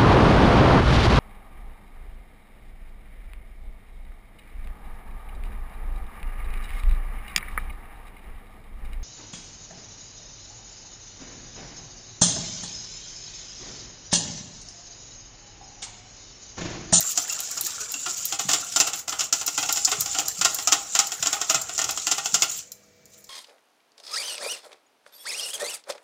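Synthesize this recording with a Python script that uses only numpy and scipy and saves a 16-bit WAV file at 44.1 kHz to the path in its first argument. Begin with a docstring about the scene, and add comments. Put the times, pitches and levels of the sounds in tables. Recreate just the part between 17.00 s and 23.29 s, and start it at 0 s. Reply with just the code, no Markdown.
"""A small wire whisk beats a thin egg mixture in a steel bowl, about 3.6 turns a second, in a kitchen.
Impacts of the wire loops excite the modes of bowl and wires; between knocks, friction makes them
scrape and now and then sing on the steel. Bubbles and air pockets resonate in the churned liquid.
The beating stops near 5.6 s; a few light ticks follow over the quiet hum of the room."""
import sys
import numpy as np
from scipy import signal
from scipy.io import wavfile
from scipy.ndimage import uniform_filter1d

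SR = 44100
rng = np.random.default_rng(int(sys.argv[2]) if len(sys.argv) > 2 else 0)


def master(y):
    """Save y as 16-bit WAV."""
    cut = np.clip(np.atleast_2d(y).T, -1, 1)
    pcm = np.round(cut * 32767)  # scale
    wavfile.write(sys.argv[1], SR, pcm.astype(np.int16))


N = 277389
TIME = np.arange(N) / SR


def amp(db):
    """Amplitude ratio of a level; levels in the tables are relative, ahead of the mixing gains."""
    return 10 ** (np.asarray(db) / 20)


def rms(x):
    """Root-mean-square amplitude."""
    return np.sqrt(np.mean(x ** 2) + 1e-20)


def value_at(points, hz):
    """Interpolation on a logarithmic frequency axis."""
    f, value = np.transpose(points)
    return np.interp(np.log(hz + 1), np.log(f), value)


def envelopes(rows):
    """Amplitude envelopes, interpolated from each level column."""
    times, *columns = np.transpose(rows)
    return [amp(np.interp(TIME, times, levels)) for levels in columns]


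def add(mix, start, sound):
    """Superposition of a sound from its start time."""
    part = mix[max(round(start * SR), 0):][:len(sound)]
    part += sound[:len(part)]


def through(x, response):
    """Convolution with an impulse response."""
    return signal.oaconvolve(x, response)[:len(x)]


def colour(spectrum, size=8192):
    """Minimum-phase impulse response of a spectrum."""
    log_gain = np.log(amp(value_at(spectrum, abs(np.fft.fftfreq(size, 1 / SR)))))
    return np.fft.ifft(np.exp(np.conj(signal.hilbert(log_gain)))).real[:size // 2]


def band(x, hz, q):
    """A single resonance of quality factor q."""
    return signal.lfilter(*signal.iirpeak(hz, q, SR), x)


def drift(rate):
    """Slow random modulation of unit RMS."""
    knots = rng.standard_normal(4096)
    curve = np.interp(TIME * np.pi * rate, np.arange(len(knots)), knots)
    return curve / rms(curve)


def clicks(per_s, spread_db):
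    """Shot noise: random tiny impulses, a few much larger than the rest."""
    train = np.zeros(N)
    place, size, sign = rng.random((int(per_s * N / SR), 3)).T
    strength = amp(spread_db * np.minimum(-np.log(1 - size), 4))
    train[(place * N).astype(int)] = strength * np.sign(sign - .5)
    return train


# plunges of the whisk, each starting a turn of the hand: t/s
TURN_STARTS = [-.1, .176, .5, .78, 1.06, 1.3, 1.493, 1.76, 2.079, 2.326, 2.579, 2.875, 3.148, 3.412, 3.673,
               3.951, 4.227, 4.498, 4.78, 5.07, 5.343, 5.62]
def turn_phase():
    """Phase of the nearly periodic stroke, from 0 to 1."""
    return np.interp(TIME, TURN_STARTS, np.arange(len(TURN_STARTS))) % 1


# the whisk leaves the steel: t/s, duration/s
WHISK_LIFTS = [(1.232, 0.013), (1.352, 0.036), (1.9, 0.027), (2.011, 0.069), (2.166, 0.021), (2.261, 0.064),
               (2.43, 0.032), (3.684, 0.03)]
def contact_gain(decay_db_per_s=597):
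    """Free decay: the gain falls exponentially during a lift and returns on landing."""
    lifted_s = sum((TIME - s) * (TIME > s) * (TIME < s + length) for s, length in WHISK_LIFTS)
    return amp(-decay_db_per_s * lifted_s)


# the whisk dragged round the bowl: t/s, scrape level/dB, fizz level/dB
DRAG_LEVELS = [(0, -29.5, -44), (.66, -30.5, -47.5), (1.15, -32, -53.5), (1.55, -29.5, -48),
               (2.2, -32, -46), (2.42, -29, -47), (3.05, -32, -53), (3.5, -31.5, -50), (3.9, -34.5, -54),
               (4.5, -31.5, -49), (4.7, -37.5, -54.5), (5.05, -32.5, -54), (5.45, -35.5, -46),
               (5.6, -33.5, -50), (5.66, -49, -72), (5.8, -67.5, -76.5), (6.08, -71, -83),
               (6.14, -52, -55.5), (6.29, -60, -66)]
# spectra of the sliding wires and of the fizz: f/Hz, level/dB
SCRAPE_SPECTRUM = [(200, -18), (800, -33.5), (2200, -19), (2700, -14), (4800, -9.5), (5800, -3),
                   (6900, -0.5), (7450, -0.5), (8000, -7), (9000, -18.5), (15000, -33.5)]
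FIZZ_SPECTRUM = [(5000, -48), (8500, 1.5), (10000, 4), (11800, 2.5), (13500, 1.5), (15300, 12),
                 (15700, -24.5)]
def scrape():
    """Sliding friction: wires catch on the steel in tiny impulses; froth and grazing tips fizz above."""
    pressure, froth = envelopes(DRAG_LEVELS)
    grip = amp(2 * drift(45) + 2.3 * drift(11)) * contact_gain()
    slips = through(clicks(per_s=5000, spread_db=2.6) * grip, colour(SCRAPE_SPECTRUM))
    # as the contact point slides, different stretches of wire resonate
    slips += sum(.4 * drift(14) * band(slips, hz, q=14) for hz in np.geomspace(2700, 7300, 12))
    bursts = amp(4.9 * drift(19))
    fizz = through(clicks(per_s=3500, spread_db=2.5) * grip * bursts, colour(FIZZ_SPECTRUM))
    fizz += sum(.4 * drift(14) * band(fizz, hz, q=9) for hz in np.linspace(9000, 15000, 5))
    return amp(-1.66) * pressure * slips / rms(slips) + amp(2) * froth * fizz / rms(fizz)


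# the stirred liquid: t/s, bubble level/dB, slosh level/dB
CHURN_LEVELS = [(0, -43.5, -69), (.65, -44, -55), (1.1, -49.5, -67), (1.22, -50.5, -53.5),
                (1.5, -47.5, -57), (2.2, -45.5, -57), (2.5, -55.5, -53), (3.1, -45.5, -48), (3.7, -51, -50),
                (3.9, -50.5, -62), (4.45, -41, -60.5), (4.85, -53.5, -46), (5.1, -59, -59),
                (5.45, -46, -57), (5.75, -70, -84)]
# spectra of the bubble population and of the slosh: f/Hz, level/dB
BUBBLE_SPECTRUM = [(300, -34), (480, -11), (750, -4.5), (950, -8.5), (1350, 5), (1700, -1.5), (2200, -2.5),
                   (2800, -2), (4200, -20.5)]
SLOSH_SPECTRUM = [(30, -36.5), (45, -16), (56, 7), (80, 0), (130, 0), (230, -14.5), (450, -4),
                  (1500, -21.5)]
def churn(swing_db=2.5, peak_phase=.34):
    """Bubble resonance: well-damped rising tones over a low slosh, swelling once in each turn."""
    stroke = amp(swing_db * np.cos(2 * np.pi * (turn_phase() - peak_phase)))
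    stir, swell = envelopes(CHURN_LEVELS) * stroke
    t, bubbles = np.arange(2048) / SR, np.zeros(N)
    for hz in np.geomspace(400, 4200, 28):
        cycles = hz * t
        pop = np.exp(-cycles / 9) * np.sin(2 * np.pi * cycles * (1 + .0005 * cycles))
        pops = through(clicks(per_s=28, spread_db=3.2), pop)
        bubbles += amp(value_at(BUBBLE_SPECTRUM, hz)) * pops / rms(pops)
    bubbles *= amp(1.7 * drift(16))  # bubbles come in clumps
    slosh = through(rng.standard_normal(N) * amp(1.5 * drift(12)), colour(SLOSH_SPECTRUM))
    squelch = amp(-.5) * stir * contact_gain() * bubbles / rms(bubbles)
    return squelch + amp(-3) * swell * slosh / rms(slosh)


# spectrum of the room noise, and partials of an appliance: f/Hz, level/dB
ROOM_SPECTRUM = [(30, -23), (60, -9.5), (100, -2.5), (200, -8), (350, -10), (520, -6.5), (900, -18.5),
                 (1400, -22), (1800, -15.5), (2250, -16), (3000, -21.5), (6500, -15), (10000, -40.5),
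                 (15500, -28)]
HUM_PARTIALS = [(199.2, -70.5), (489.9, -67.5), (640.6, -70), (2309, -72.5)]
def room_tone():
    """Noise floor: broadband room noise and the phase-modulated hum of an appliance."""
    air = through(rng.standard_normal(N), colour(ROOM_SPECTRUM))
    hum = sum(amp(db) * np.sqrt(2) * np.sin(2 * np.pi * hz * TIME + .96 * drift(2.8))
              for hz, db in HUM_PARTIALS)
    return amp(-60) * air / rms(air) + hum


# loops flick against each other: t/s, wire level/dB, tick level/dB
WIRE_FLICKS = [(0.0064, -20, -20.5), (0.3244, -22, -34.5), (0.4033, -21, -27.5), (0.5117, -20, -34),
               (0.61, -22.5, -21), (0.6669, -16.5, -27), (0.9195, -26, -28.5), (1.254, -18, -21),
               (2.4652, -16.5, -24), (2.7253, -11, -21.5), (3.0072, -12.5, -19), (3.2823, -12.5, -24.5),
               (3.5454, -16, -24), (4.0704, -18, -34.5), (4.6152, -17.5, -33), (4.9088, -15, -29.5),
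               (5.7187, -26.5, -36), (6.0555, -40, -53), (6.2417, -37, -50)]
# the whisk meets the bowl: t/s, wire level/dB, knock level/dB
BOWL_KNOCKS = [(0.1753, -5.5, -29), (0.297, -15, -46), (0.3906, -20, -38), (0.5754, -15.5, -38.5),
               (0.9401, -16, -39), (1.062, -21, -29.5), (1.324, -15, -29.5), (1.3936, -12.5, -29),
               (1.4895, -11, -25.5), (1.5139, -11, -28.5), (1.5327, -6.5, -23.5), (1.761, -6, -24.5),
               (1.801, -2, -22), (1.8725, -16.5, -30), (1.933, -14.5, -34), (2.0798, -19.5, -33.5),
               (2.0942, -13, -42), (2.1256, -24, -30.5), (2.1934, -11.5, -33.5), (2.2069, -10.5, -27.5),
               (2.3262, -4.5, -26), (2.4124, -19, -33), (2.478, -11.5, -30), (2.578, -10.5, -26),
               (2.6279, -15, -28.5), (2.6898, -12.5, -27.5), (2.7591, -15, -35.5), (2.7721, -12, -31.5),
               (2.8484, -2.5, -48), (2.8744, -23, -30.5), (2.9167, -11.5, -25.5), (3.0591, -14.5, -34.5),
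               (3.1475, -18, -31), (3.1858, -8.5, -27), (3.4124, -7.5, -25.5), (3.4477, -4, -21.5),
               (3.5863, -17, -32), (3.6731, -4.5, -26), (3.7223, -2.5, -19.5), (3.9508, -8, -24.5),
               (3.99, -3, -22.5), (4.119, -15.5, -33), (4.2261, -9, -28.5), (4.2597, -15, -28),
               (4.2701, -7, -31), (4.3294, -10.5, -27), (4.4145, -11, -28.5), (4.4978, -6, -23.5),
               (4.5448, -7.5, -25.5), (4.6928, -22, -34), (4.779, -10.5, -35.5), (4.79, -12.5, -27),
               (4.8157, -11.5, -30.5), (4.8416, -11, -31), (4.8907, -17, -29), (4.9743, -15, -32),
               (5.0689, -9, -26.5), (5.1134, -7, -25), (5.1816, -16, -29), (5.2579, -11.5, -29.5),
               (5.3427, -3.5, -24.5), (5.4217, -4, -23)]
def contacts(hard_db=-25, second_delay_s=.008, loop_hz=6990, loop_spread=.042):
    """Multiple impact: a second wire follows each knock, ever fainter for knocks below hard_db."""
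    rows = [(s, tick_db - 26, wire_db, tick_db) for s, wire_db, tick_db in WIRE_FLICKS]
    for s, wire_db, knock_db in BOWL_KNOCKS:
        levels = np.array([knock_db, wire_db, wire_db - 28.5])
        second_db = -4.5 - 2.4 * max(hard_db - knock_db, 0)
        rows += [(s, *levels), (s + second_delay_s, *(levels + second_db))]
    return [(*row, loop_hz * (1 + loop_spread * rng.uniform(-.9, 1))) for row in rows]


def chatter(fade_s, rattle_db, rattle_s, impact, size=3072):
    """Contact force: an impulse, then a buzz of rebounds and a rattle, both decaying exponentially."""
    t = np.arange(size) / SR
    lumps = uniform_filter1d(rng.standard_normal(size), 49) * np.sqrt(49)
    decay = np.exp(-t / fade_s) + amp(rattle_db) * np.exp(-t / rattle_s)
    force = rng.standard_normal(size) * amp(1.34 * lumps) * decay
    force[0] += impact
    return force


def at_level(x, db, span_s):
    """Normalisation of a hit to the RMS level of its opening span."""
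    return amp(db) * x / rms(x[:int(span_s * SR)])


# spectra of the bowl's knock, the wire's ring and the metal tick: f/Hz, level/dB
KNOCK_SPECTRUM = [(60, -43), (140, -8.5), (220, -18.5), (320, -11.5), (560, -13), (740, 3.5), (950, -10.5),
                  (1400, 3.5), (1700, -14.5), (2300, -8.5), (2800, 1), (4500, -2.5), (8000, -6.5),
                  (11000, -21)]
WIRE_SPECTRUM = [(1500, -50), (3500, -11), (5000, 4.5), (7400, 2.5), (8000, -5.5), (9000, -21),
                 (16000, -30)]
TICK_SPECTRUM = [(2000, -40), (4000, -10), (7500, -14), (8800, -2), (10200, -4), (11200, -11),
                 (12900, -0.5), (14000, 0.5), (15300, -4.5), (16500, -18.5)]
def strikes():
    """Impact excitation: each contact knocks the bowl, rings one wire loop and gives a sharp tick."""
    out = np.zeros(N)
    knock_tone, wire_tone, tick_tone = map(colour, (KNOCK_SPECTRUM, WIRE_SPECTRUM, TICK_SPECTRUM))
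    for s, knock_db, wire_db, tick_db, wire_hz in contacts():
        # through deep liquid the wire rings little, and the knock is duller and longer
        depth = np.clip((knock_db - wire_db + 21.5) / 9, 0, 1)
        force = chatter(fade_s=.012 + .006 * depth, rattle_db=-10, rattle_s=.014, impact=2.3)
        knock = through(force, knock_tone)
        knock += .8 * depth ** 2 * band(knock, 950 * amp(2.5 * rng.standard_normal()), q=1.1)
        loop = band(chatter(fade_s=.0042, rattle_db=1, rattle_s=.0079, impact=1.8), wire_hz, q=2.38)
        tick = through(chatter(fade_s=.005, rattle_db=-5.5, rattle_s=.0037, impact=4.3), tick_tone)
        tick += 3 * band(tick, 4070, q=48)  # a bending mode of the whisk
        add(out, s, at_level(knock, knock_db - .6, span_s=.012))
        add(out, s, at_level(through(loop, wire_tone), wire_db - 12, span_s=.0064))
        add(out, s, at_level(tick, tick_db - 3.5, span_s=.0098))
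        # a neighbouring wire grazes the steel just ahead of the knock
        force = chatter(fade_s=.004, rattle_db=-20, rattle_s=.004, impact=0)
        graze = at_level(through(force, knock_tone + wire_tone), knock_db - 5, span_s=.004)
        add(out, s - rng.uniform(.002, .005), np.sqrt(depth) * graze)
    return out


def resonate(x, modes, detune):
    """Modal superposition: damped resonances, all detuned by one varying fraction, add to the input."""
    out, angle = x.copy(), 2 * np.pi * np.cumsum(1 + detune) / SR
    for hz, db, t60 in modes:
        pole = np.exp(-np.log(1000) / (t60 * SR))
        carrier = np.exp(1j * hz * angle)
        envelope = signal.lfilter([1 - pole], [1, -pole], x * carrier.conj() + 1e-18)
        out += 2 * amp(db) * (carrier * envelope).real
    return out


def liquid_load(waver=.016, sag=.065, recovery_turns=.16):
    """Mass loading: liquid thrown on the wall lowers the bowl's pitch; the swirl makes it waver."""
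    return waver * drift(8) - sag * np.exp(-turn_phase() / recovery_turns)


# modes of the filled bowl: f/Hz, level/dB re the input, T60/s
BOWL_RESONANCES = [(311, 7.5, 0.069), (422.4, 6.5, 0.11), (718, -5, 0.13), (799.4, 5.5, 0.21),
                   (895, 7.5, 0.54), (1080, 0, 0.021), (1300, -2.5, 0.24), (1385, -3.5, 0.29),
                   (1479, 0, 0.085), (1872, 13.5, 0.047), (2106, 11, 0.049), (2597, 2.5, 0.036),
                   (2780, -19.5, 0.076), (3150, -18, 0.074), (3297, 0, 0.054)]
def bowl_ring(force, detune):
    """Normal modes: the struck bowl rings at frequencies shifted by its liquid load."""
    return resonate(force, BOWL_RESONANCES, detune)


# modes of the wire loops: f/Hz, level/dB re the input, T60/s
WIRE_RESONANCES = [(5600, -17, 0.028), (6120, -48, .06), (7300, -21, .08), (6914, 2.5, 0.032),
                   (7270, 5, 0.17), (7400, 8, 0.2)]
def wire_ring(x):
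    """Forced vibration: the loops resonate, wavering in pitch as they bend under the hand."""
    return resonate(x, WIRE_RESONANCES, detune=.005 * drift(5))


# reverberation time of the kitchen: f/Hz, T60/s
KITCHEN_DECAY = [(150, 0.35), (700, 0.48), (1800, 0.37), (6000, 0.25), (14000, 0.21)]
def kitchen_reverb(x, size=22050, echoes_per_s=4000):
    """Reverberation: reflections from the counter and close walls decay at a rate set by frequency."""
    echoes = rng.choice([-1., 1.], size) * (rng.random(size) < echoes_per_s / SR)
    echoes *= np.arange(size) / SR > .005  # delay of the first reflection
    hz, t, spectra = signal.stft(echoes, SR, nperseg=256)
    decay = amp(-60 * t / value_at(KITCHEN_DECAY, hz)[:, None])
    tail = signal.istft(spectra * decay, SR, nperseg=256)[1]
    return through(x, tail / np.linalg.norm(tail))


# air pockets closing in the liquid, from low gulps to small plips: t/s, level/dB, f/Hz
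AIR_POCKETS = [(0.302, -30.5, 2740), (0.636, -47, 350), (.805, -48, 426), (.941, -29, 2745),
               (0.949, -48, 288), (1.068, -45, 361), (1.451, -37, 194), (2.692, -37, 878),
               (2.923, -38, 410), (2.983, -40, 148), (3.388, -41, 180), (3.673, -27, 1277),
               (4.201, -45, 133), (4.505, -33, 660), (4.547, -42, 147), (5.332, -41, 194)]
def gulps():
    """Volume oscillation: each pocket rings at its own pitch; large ones wobble on at a lower one."""
    out, t = np.zeros(N), np.arange(6000) / SR
    for s, db, hz in AIR_POCKETS:
        envelope = (1 - np.exp(-t / .0024)) * np.exp(-t / min(.009, 9 / hz))
        tone = envelope / envelope.max() * np.sin(2 * np.pi * hz * t)
        arch = np.sin(np.pi * np.minimum(t / .05, 1))
        wobble = (hz < 300) * .33 * arch * np.sin(2 * np.pi * .755 * hz * t)
        add(out, s, amp(db + 3.5) * (tone + wobble))
    return out


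# a wire rubs the wall: t/s, duration/s, level/dB
WALL_RUBS = [(3.145, 0.074, -31), (3.417, .07, -40), (4.327, .045, -33), (4.895, 0.053, -41)]
def rubs(detune, note_hz=797, jitter=.0254):
    """Stick-slip oscillation: the rubbed bowl sings on one note, roughened by uneven slips."""
    swell = sum(amp(db) * np.sin(np.pi * np.clip((TIME - s) / length, 0, 1))
                for s, length, db in WALL_RUBS)
    hz = note_hz * (1 + detune + jitter * drift(70))
    return swell * amp(2.9 * drift(60)) * np.sin(2 * np.pi * np.cumsum(hz) / SR)


def scene():
    """Superposition: direct and reflected whisking, coloured by the wire modes, over the room tone."""
    detune = liquid_load()
    steel = bowl_ring(strikes(), detune) + rubs(detune)
    stirring = scrape() + churn()
    pockets = gulps()
    reflections = kitchen_reverb(amp(-10.5) * steel + amp(-12.5) * stirring + amp(-5.5) * pockets)
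    whisking = wire_ring(steel + amp(-1.5) * stirring + pockets + reflections)
    return (whisking + room_tone())[None]


def record(dry, low_hz=45, high_hz=15900):
    """Band limiting and overload: a high-pass filter, hard clipping, then a low-pass filter."""
    high_pass = signal.butter(4, low_hz, "high", fs=SR, output="sos")
    low_pass = signal.firwin(255, high_hz, window=("kaiser", 9), fs=SR)
    clipped = np.clip(signal.sosfilt(high_pass, dry), -.88, .88)
    return signal.oaconvolve(clipped, low_pass[None], "same")


dry = scene()
out = record(dry)
master(out)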